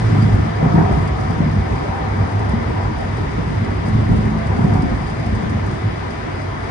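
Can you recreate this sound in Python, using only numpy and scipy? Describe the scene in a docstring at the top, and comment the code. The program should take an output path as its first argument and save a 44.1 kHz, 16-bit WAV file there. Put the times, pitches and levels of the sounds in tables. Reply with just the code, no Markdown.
"""Inside a light rail car at steady speed. Rough rail excites the low modes of the cabin, which boom over a wavering hum;
impulses at uneven stretches thud, knock and heave the body, and corrugated rail makes the wheels sing.
Rails and wheels roar in the middle range as resonantly filtered noise that flutters and wanders in pitch.
Ventilation and passing air hiss evenly, with a thin sizzle above; a loose piece of trim squeaks once
and ticks very slightly to the right."""
import sys
import numpy as np
from scipy import signal
from scipy.fft import rfft, irfft, next_fast_len
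from scipy.io import wavfile
from scipy.ndimage import uniform_filter1d, map_coordinates

SR = 44100
rng = np.random.default_rng(int(sys.argv[2]) if len(sys.argv) > 2 else 0)


def to_wav(s):
    """Save 16-bit WAV."""
    ch = np.atleast_2d(s).T  # columns
    pcm = np.round(np.clip(ch, -1, 1) * 32767)  # PCM
    wavfile.write(sys.argv[1], SR, pcm.astype(np.int16))


N = 295470

# roughness of the plain rail, smoother at the end: (time [s], level [dB])
RAIL_ROUGHNESS = [(0, -3), (.4, 5.5), (.53, 0.5), (.7, 0.5), (1.25, 2), (1.36, 0.5), (1.5, 1), (1.7, 2.5),
                  (1.9, -1.5), (2.3, 0), (2.8, 0), (3.05, -1), (3.5, 3.5), (3.78, 1), (4.2, 5.5),
                  (4.42, -2), (4.7, 4), (5.22, -0.5), (5.6, 1.5), (5.78, -1.5), (6.0, -4.5), (6.7, -5.5)]
# rolling roar of wheels and rails: (time [s], level [dB])
ROLLING_ROAR = [(0, -30.5), (.7, -26.5), (1.25, -27.5), (1.55, -28), (1.95, -27.5), (2.7, -27),
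                (3.7, -30.5), (4.5, -29), (5.3, -30), (6.7, -31.5)]
# bogies on uneven stretches:
# (start [s], hold [s], cabin boom level [dB], floor growl level [dB], wheel roar level [dB])
UNEVEN_STRETCHES = [(0.01, 0.32, -23.5, -21, -36.5), (0.6, 0.084, -32, -27, -24),
                    (0.737, 0.12, -21, -22, -27), (0.875, 0.13, -39, -22.5, -27.5),
                    (1.556, 0.056, -21, -35, -50), (2.177, 0.06, -18.5, -27, -31),
                    (2.644, 0.058, -23, -35, -44), (3.862, 0.42, -26, -28.5, -47),
                    (4.448, 0.13, -20, -25, -38), (4.566, 0.22, -36, -21, -34),
                    (5.245, 0.072, -38, -36, -47), (5.825, 0.021, -18, -49, -49)]
# a wheel strikes a weld or dip: (time [s], low thud reference level [dB], steel knock force level [dB])
WHEEL_BLOWS = [(0.146, -12.5, -19), (0.183, -12, -29), (0.226, -9.5, -34), (0.286, -17, -28),
               (0.342, -13, -27), (0.431, -17, -35), (0.628, -7, -19.5), (0.659, -8.5, -26),
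               (0.742, -8, -24), (0.778, -8.5, -17), (0.803, -9, -18.5), (0.91, -11.5, -24),
               (0.974, -14, -27), (1.3, -12.5, -31), (1.403, -8, -29), (1.461, -12, -36),
               (1.564, -15.5, -41), (2.184, -26, -31), (2.535, -11.5, -30), (3.88, -13, -39),
               (3.949, -11.5, -30), (4.007, -21, -37), (4.091, -6.5, -28), (4.115, -8.5, -21),
               (4.186, -12, -40), (4.227, -18, -36), (4.312, -14, -39), (4.362, -13, -34),
               (4.585, -8, -20.5), (4.639, -4.5, -26), (4.72, -12, -25), (4.753, -12.5, -22),
               (4.831, -9.5, -24), (4.915, -14.5, -34), (5.264, -15, -36), (5.324, -14.5, -36),
               (5.425, -11.5, -37), (5.523, -17.5, -33), (5.837, -31, -45)]
# the car body drops onto its springs: (time [s], force level [dB])
BODY_DROPS = [(0.325, -9.5), (0.68, -19), (0.915, -9.5), (1.11, -17), (1.41, -17), (1.69, -18),
              (1.8, -22.5), (2.1, -19), (2.48, -17), (2.84, -17.5), (2.97, -16.5), (3.7, -20), (4.1, -8.5),
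              (4.905, -14), (5.31, -16), (5.63, -22)]
# corrugated patches of rail; the length is two standard deviations of a Gaussian crossing:
# (middle [s], length [s], pitch [Hz], waver [Hz], level [dB])
CORRUGATED_PATCHES = [(0.065, 0.079, 110.4, 6.9, -14), (0.26, 0.27, 109.1, 4.1, -16),
                      (0.7, 0.14, 166.8, 12, -21), (0.791, 0.08, 305, 22, -20.5),
                      (0.835, 0.24, 401, 24, -28), (0.767, 0.32, 694.3, 24, -28.5),
                      (0.899, 0.2, 762, 23.5, -31.5), (0.816, 0.13, 955, 50.6, -28),
                      (0.739, 0.26, 1295, 70, -37), (1.201, 0.15, 755, 10, -31),
                      (1.401, 0.14, 935, 15, -37), (1.98, 0.32, 776, 44, -30), (2.0, 0.4, 935, 64, -37.5),
                      (2.36, 0.14, 103.8, 3.7, -16.5), (2.6, 0.18, 227, 12, -28),
                      (1.48, 0.2, 152, 24, -23.5), (2.719, 0.12, 100, 4.04, -20.5),
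                      (2.794, 0.2, 967, 35.5, -35.5), (3.979, 0.12, 107.9, 3.4, -17.5),
                      (4.2, 0.43, 219, 13.4, -23.5), (4.42, 0.1, 680, 13, -30),
                      (4.72, 0.22, 384, 40, -29.5), (4.756, 0.28, 719, 56, -29.5),
                      (4.862, 0.2, 274.2, 12.2, -26.5), (5.44, 0.16, 214, 15.3, -27)]
# sharpest ticks of the loose trim: (time [s], force level [dB])
SHARP_TICKS = [(0.2214, -41), (0.9228, -43), (1.02, -46), (1.0755, -40), (1.305, -43), (2.27, -53),
               (2.4912, -41), (3.0061, -45), (3.94, -53), (4.1599, -42.5), (4.4677, -42), (4.565, -46),
               (4.64, -43), (4.7346, -41), (4.82, -41), (5.0973, -41), (5.2604, -42), (5.35, -41.5),
               (5.495, -42), (5.6615, -42), (5.71, -44), (6.105, -43), (6.4153, -46)]

# resonances of cabin air and floor panels: (frequency [Hz], width [Hz], lift [dB])
CABIN_MODES = [(52.2, 3.9, 7), (65, 11, 7), (95.6, 8.3, 3), (108.6, 7.6, 5), (136.2, 11, 6.5),
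               (164.8, 11.3, 5), (197.5, 18, 3), (222, 31.5, 6), (271, 10.7, 5.5), (308, 14, 6.5),
               (354.5, 17, 4), (412.6, 15, 4.5)]
# resonances of wheels and rails: (frequency [Hz], width [Hz], lift [dB])
WHEEL_MODES = [(676, 57, 5.5), (770, 64, 5.5), (948, 42, 5.5), (1010, 45, 4.5), (1110, 35, -2),
               (1550, 90, 1)]
# resonances of air duct and vent grille: (frequency [Hz], width [Hz], lift [dB])
GRILLE_MODES = [(329.6, 22, 4.5), (411.5, 14, 5), (1810, 160, 3), (2024, 100, 4.5), (2220, 220, 2.5),
                (4786, 130, 7), (5070, 130, 5.5), (8665, 100, -1.5)]
# ring of the trim: (frequency [Hz], width [Hz], lift [dB])
TRIM_MODES = [(4810, 320, 14), (8800, 300, 7)]

# broad spectra, before the resonances: (frequency [Hz], relative level [dB per Hz])
BOOM_SPECTRUM = [(12, -56), (25, -29), (36, -12), (50, -11.5), (68, -6), (82, -6.5), (112, -3), (135, -16),
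                 (180, -21.5), (400, -71)]
GROWL_SPECTRUM = [(70, -34), (110, -15.5), (145, 3.5), (190, -1.5), (270, -6), (400, -10), (520, -17.5),
                  (800, -21), (2000, -71.5)]
ROAR_SPECTRUM = [(200, -23), (400, -0.5), (540, 0), (700, -3), (900, -5), (1200, -4), (1600, -13),
                 (2400, -23.5), (5000, -57.5)]
JOLT_SPECTRUM = [(30, -41), (70, -5), (130, 5.5), (220, -0.5), (330, -10), (900, -35), (4000, -59)]
SHUDDER_SPECTRUM = [(20, -60), (55, -6.5), (110, -3.5), (170, 4.5), (250, -7), (330, -19), (800, -38.5),
                    (4000, -73)]
KNOCK_SPECTRUM = [(150, -17), (350, 12.5), (550, -11.5), (750, 2.5), (1250, -5), (1800, -13), (4000, -49)]
HEAVE_SPECTRUM = [(18, -57), (35, -13.5), (55, 2.5), (72, -3), (130, -24.5), (400, -65)]
HISS_SPECTRUM = [(22, -18), (70, 9), (135, -3.5), (230, 7), (360, 7.5), (550, -3.5), (1000, 2),
                 (1500, -0.5), (2250, -6.5), (2700, -11), (3600, -13), (4400, -18), (6100, -21),
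                 (7600, -30), (8700, -27), (10500, -36), (12000, -66.5)]
TICK_SPECTRUM = [(1500, -22), (3500, -17), (5000, 6.5), (7600, 0), (8700, 1), (10600, -5), (12000, -9)]

# likeness of the field at left and right, limited to +-0.99: (frequency [Hz], correlation [1])
FIELD_CORRELATION = [(50, 3), (75, 6.5), (110, 3.4), (170, 0.4), (235, 0.66), (330, -0.53), (390, 0.04),
                     (580, -0.5), (820, 0), (1450, -.5), (1950, 0.26), (3800, -0.13), (4800, 0.15),
                     (7700, -0.4), (9000, 0)]
# left minus right: (frequency [Hz], level difference [dB])
FIELD_BALANCE = [(62, -1.9), (140, -0.6), (220, 0), (320, 0), (700, 0), (1150, 4.5), (2000, 4), (2600, 1.5),
                 (4200, 4), (4900, 9.5), (6000, 10), (7400, -0.5), (8600, -6), (10200, -10.5)]

BOOM_DB, GROWL_DB = -24.5, -26.5  # on rail of roughness 0 dB
WHEEL_TURN_HZ, THROB_DB = 6.3, 0.5  # slightly oval wheels press harder once a turn
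SURGE_ATTACK_S, SURGE_RELEASE_S = 0.017, 0.048
JOLT_DB, SHUDDER_DB = -1, -2.5  # relative to each low thud's reference level
HUM_HZ, HUM_DB = 97, -3.5  # level relative to the boom
HUM_FLUTTER_DB, HUM_WAVER = 4, 0.02597  # spread of its level, and of its pitch as a share
AIR_DB = -28.5  # settled ventilation
RUSH_DB, RUSH_FADE_S = 2, 0.69  # the air is a little louder at first and settles
SIZZLE_DB, SIZZLE_HOLD_S, SIZZLE_FADE_S = -50, 0.29, 0.12  # a bright hiss at first
SIZZLE_SHAKE_DB = -61.5  # the part kept up by the shaking floor, at shake 1
SQUEAK_S, SQUEAK_HZ, SQUEAK_DB = 0.21, 4740, -35  # force level; the trim rubs once
CEILING, TOP_HZ = 0.92, 10850  # peak amplitude limit, and edge of the pass band


def ride():
    """Superposed power: plain rail and uneven stretches add; the bass throbs at the wheels' rotation rate."""
    t = np.arange(N) / SR
    rough_db = curve(RAIL_ROUGHNESS)
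    plain_db = [BOOM_DB + rough_db, GROWL_DB + rough_db, curve(ROLLING_ROAR)]
    power = undb(plain_db) ** 2
    for start, hold, *levels_db in UNEVEN_STRETCHES:
        attack = np.clip((t - start) / SURGE_ATTACK_S, 0, 1)
        release = np.exp(-np.maximum(t - start - hold, 0) / SURGE_RELEASE_S)
        power = power + np.outer(undb(levels_db), attack * release) ** 2
    boom, growl, roar = np.sqrt(power)
    throb = undb(THROB_DB * np.cos(2 * np.pi * WHEEL_TURN_HZ * t))
    return boom * throb, growl * throb, roar


def running_gear(boom_gain, growl_gain, roar_gain):
    """Forced vibration: rail roughness drives the cabin air, the floor panels and the wheels themselves."""
    boom = colour(sound_field(noise()), BOOM_SPECTRUM, CABIN_MODES)
    boom = sustained(boom, span_s=0.15)
    # the floor panels are shaken in uneven jolts
    jolts = noise() * undb(2.1 * walk(rate=45))
    growl = colour(sound_field(jolts), GROWL_SPECTRUM, CABIN_MODES)
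    growl = sustained(growl, span_s=0.17)
    # the contact patch shifts on the tread, so the roar wavers and turns gritty
    roar = colour(sound_field(noise()), ROAR_SPECTRUM, WHEEL_MODES)
    roar = wander(roar, share=0.012, rate=9)
    roar = flutter(roar, depth_db=2.5, rate=24, count=12)
    roar = sustained(roar, span_s=0.24) * undb(0.5 * walk(rate=55))
    return boom * boom_gain + growl * growl_gain + roar * roar_gain


def wheel_thuds():
    """Impulsive excitation: blows jolt and shudder the cabin and knock the wheels; body drops make it heave."""
    lows = [(s, low_db) for s, low_db, _ in WHEEL_BLOWS]
    highs = [(s, knock_db) for s, _, knock_db in WHEEL_BLOWS]
    shudder_force = blows(lows, rise_s=0.0034, t60_s=0.18) * undb(SHUDDER_DB)
    knock_force = blows(highs, rise_s=0.0028, t60_s=0.17)
    heave_force = blows(BODY_DROPS, rise_s=0.009, t60_s=0.3)
    jolts = jolt(lows, JOLT_SPECTRUM, CABIN_MODES) * undb(JOLT_DB)
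    shudders = strike(shudder_force, SHUDDER_SPECTRUM, CABIN_MODES)
    knocks = strike(knock_force, KNOCK_SPECTRUM, WHEEL_MODES)
    heaves = strike(heave_force, HEAVE_SPECTRUM, CABIN_MODES)
    return jolts + shudders + knocks + heaves


def rail_song():
    """Periodic excitation: wheels sing while crossing rail-head ripples; long ones drone, short ones howl."""
    t = np.arange(N) / SR
    song = np.zeros((2, N))
    for middle, length, hz, waver_hz, db in CORRUGATED_PATCHES:
        near = np.abs(t - middle) < 2 * length
        age = t[near] - middle
        crossing = np.exp(-(2 * age / length) ** 2 / 2) * undb(db)
        for side, uneven in enumerate(rng.standard_normal(size=(2, 128))):
            knots = (np.arange(len(uneven)) - len(uneven) / 2) / waver_hz
            pitch = hz + waver_hz / 2 * np.interp(age, knots, uneven)
            cycles = np.cumsum(pitch) / SR + rng.random()
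            song[side, near] += np.sqrt(2) * crossing * np.sin(2 * np.pi * cycles)
    return sound_field(song)


def cabin_hum(boom_gain):
    """Tonal hum: a low sine near 97 Hz wavers in pitch, falters, and swells with the boom."""
    pitch = HUM_HZ * (1 + HUM_WAVER * walk(rate=8))
    phase = 2 * np.pi * np.cumsum(pitch) / SR
    hum = unit(np.sin(phase) * undb(HUM_FLUTTER_DB * walk(rate=20)))
    return hum * boom_gain * undb(HUM_DB)


def trim_rattle(shake, pan_db, chatter_db, spread_db, follow):
    """Contact noise: loose trim ticks sharply, and chatters at random, louder the harder the floor shakes."""
    chance = rng.random((150, 2))
    times = chance[:, 0] * (N - 1) / SR
    shake_db = 20 * np.log10(shake[(times * SR).astype(int)])
    sizes_db = chatter_db + spread_db * chance[:, 1] + follow * shake_db
    ticks = blows(SHARP_TICKS, rise_s=0.00049, t60_s=0.087)
    chatter = blows(zip(times, sizes_db), rise_s=0.00036, t60_s=0.088)
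    lean = undb(np.array([[pan_db], [-pan_db]]) / 2)
    ring = unit(colour(noise(), TICK_SPECTRUM, TRIM_MODES) * lean)
    return np.hypot(ticks, chatter) * ring


def trim_squeak():
    """Friction noise: a brief, thin squeak of plastic on metal, as noise with one narrow resonance."""
    spectrum = [(2500, -27), (3700, -5), (5200, -9), (8000, -24), (11000, -36)]
    rub = unit(colour(noise(), spectrum, [(SQUEAK_HZ, 200, 14)]))
    return rub * blows([(SQUEAK_S, SQUEAK_DB)], rise_s=0.008, t60_s=0.14)


def ventilation():
    """Flow noise: turbulent air hisses through the vents and along the windows."""
    hiss = colour(sound_field(noise()), HISS_SPECTRUM, GRILLE_MODES)
    hiss = flutter(hiss, depth_db=1.0, rate=16)
    hiss = reflections(hiss, db=-16.5, t60_s=0.15)
    rush_db = RUSH_DB * np.exp(-np.arange(N) / SR / RUSH_FADE_S)
    return hiss * undb(AIR_DB + rush_db)


def sizzle(shake):
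    """Amplitude-modulated noise: a thin high hiss soon dies down and stirs again as the floor shakes."""
    fade = np.exp(-np.maximum(np.arange(N) / SR - SIZZLE_HOLD_S, 0) / SIZZLE_FADE_S)
    gain = np.hypot(undb(SIZZLE_DB) * fade, undb(SIZZLE_SHAKE_DB) * shake)
    spectrum = [(2500, -12.0), (4800, 5.5), (8000, -1.0), (11000, -12)]
    return unit(colour(sound_field(noise()), spectrum)) * gain


def blows(table, rise_s, t60_s):
    """Transient force: each blow builds quickly and decays exponentially."""
    force = np.zeros(N)
    age = np.arange(SR) / SR
    shape = (1 - np.exp(-age / rise_s)) * undb(-60 * age / t60_s)
    for s, db in table:
        start = max(int(s * SR), 0)
        force[start:start + SR] += undb(db) * shape[:N - start]
    return force


def jolt(table, spectrum, modes):
    """Impulse response: each clean push alone peaks at its level and rings on in the modes."""
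    pushes = np.zeros(N)
    for s, db in table:
        pushes[int(s * SR)] += undb(db)
    lone, struck = colour(np.array([signal.unit_impulse(N), pushes]), spectrum, modes)
    return struck / np.max(np.abs(lone))


def strike(force, spectrum, modes):
    """Resonant response: a noisy shudder follows the force and rings on in the modes."""
    shudder = sustained(colour(sound_field(noise()), spectrum), span_s=0.018)
    flat = [(1, 0), (SR, 0)]
    steady, struck = colour(np.array([shudder, shudder * force]), flat, modes)
    return struck / np.std(steady)  # unforced shudder sets the reference level


def flutter(x, depth_db, rate, count=18):
    """Turbulence: neighbouring bands swell and fade independently; the outer two take in all beyond them."""
    centres = np.geomspace(400, 400 * 1.2 ** count, count)
    size = next_fast_len(N)
    spectrum = rfft(x, size)
    hz = np.arange(size // 2 + 1) * SR / size
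    out = 0
    for band in np.eye(count):
        part = irfft(spectrum * np.interp(hz, centres, band), size)[:, :N]
        out = out + part * undb(depth_db * walk(rate))
    return out


def wander(x, share, rate):
    """Frequency modulation: uneven reading speed shifts all pitches by a small random share."""
    place = np.arange(N) + np.cumsum(share * walk(rate))
    return np.array([map_coordinates(channel, [place], order=3, mode="mirror") for channel in x])


def reflections(x, db, t60_s):
    """Reverberation: windows and walls add a short, dense echo, a little hollow."""
    age = np.arange(SR // 5) / SR
    tail = rng.standard_normal((2, len(age))) * undb(-60 * age / t60_s)
    tail *= undb(db) / np.sqrt(np.sum(tail ** 2, axis=1, keepdims=True))
    return unit(x + signal.fftconvolve(x, tail, axes=1)[:, :N])


def sound_field(pair):
    """Spatial coherence: two signals are mixed to the field's left-right correlation and balance."""
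    likeness = np.clip(across(FIELD_CORRELATION), -0.99, 0.99)
    mid, side = rfft(pair) * np.sqrt([1 + likeness, 1 - likeness])
    lean = undb(across(FIELD_BALANCE))
    return irfft(np.array([(mid + side) * lean, mid - side]) / np.sqrt(1 + lean ** 2), N)


def colour(x, spectrum, modes=()):
    """Minimum-phase filtering: a broad spectrum with resonances that ring on after each push."""
    hz = np.arange(N // 2 + 1) * SR / N
    db = across(spectrum) + sum(lift / (1 + (2 * (hz - f) / width) ** 2) for f, width, lift in modes)
    # folding the cepstrum onto positive time makes the filter causal
    cepstrum = irfft(np.log(undb(db)), N)
    cepstrum[1:N // 2] *= 2
    cepstrum[N // 2 + 1:] = 0
    return irfft(rfft(x) * np.exp(rfft(cepstrum)), N)


def sustained(x, span_s):
    """Power normalisation: hold unit mean power over span_s, keeping quicker beating."""
    power = uniform_filter1d(np.mean(x ** 2, axis=0), max(int(span_s * SR), 2))
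    return x / np.sqrt(power)


def walk(rate):
    """Slow random modulation: levels held 1 / rate s and slewed, scaled to rms 1."""
    hold = max(int(SR / rate), 2)
    steps = np.repeat(rng.standard_normal(N // hold + 1), hold)
    return unit(uniform_filter1d(steps, hold)[:N])


def noise():
    """White noise: two uncorrelated channels."""
    return rng.standard_normal((2, N))


def across(points):
    """Spectral interpolation: points joined on a log-frequency axis, at every bin."""
    hz, value = np.transpose(points)
    bins_hz = np.maximum(np.arange(N // 2 + 1) * SR / N, 1)
    return np.interp(np.log(bins_hz), np.log(hz), value)


def curve(table):
    """Linear interpolation in time: a timed level at every sample."""
    s, level = np.transpose(table)
    return np.interp(np.arange(N) / SR, s, level)


def undb(db):
    """Logarithmic level: decibels to amplitude gain."""
    return 10 ** (np.asarray(db) / 20)


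def unit(x):
    """Root mean square: scale to rms 1."""
    return x / np.sqrt(np.mean(x ** 2))


def scene():
    """Superposition: track, air and trim add in the cabin."""
    boom, growl, roar = ride()
    shake = growl / undb(GROWL_DB)  # near 1 on rail of roughness 0 dB
    track = running_gear(boom, growl, roar) + wheel_thuds() + rail_song() + cabin_hum(boom)
    air = ventilation() + sizzle(shake)
    rattle = trim_rattle(shake, pan_db=-0.5, chatter_db=-55.0, spread_db=6.5, follow=0.33)
    return track + air + trim_squeak() + rattle


def record(dry):
    """Soft saturation rounds the loudest peaks; an elliptic low-pass cuts the top."""
    rounded = dry / (1 + (dry / CEILING) ** 6) ** (1 / 6)
    low_pass = signal.ellip(8, 0.2, 70, TOP_HZ, fs=SR, output="sos")
    return signal.sosfilt(low_pass, rounded)


dry = scene()
out = record(dry)
to_wav(out)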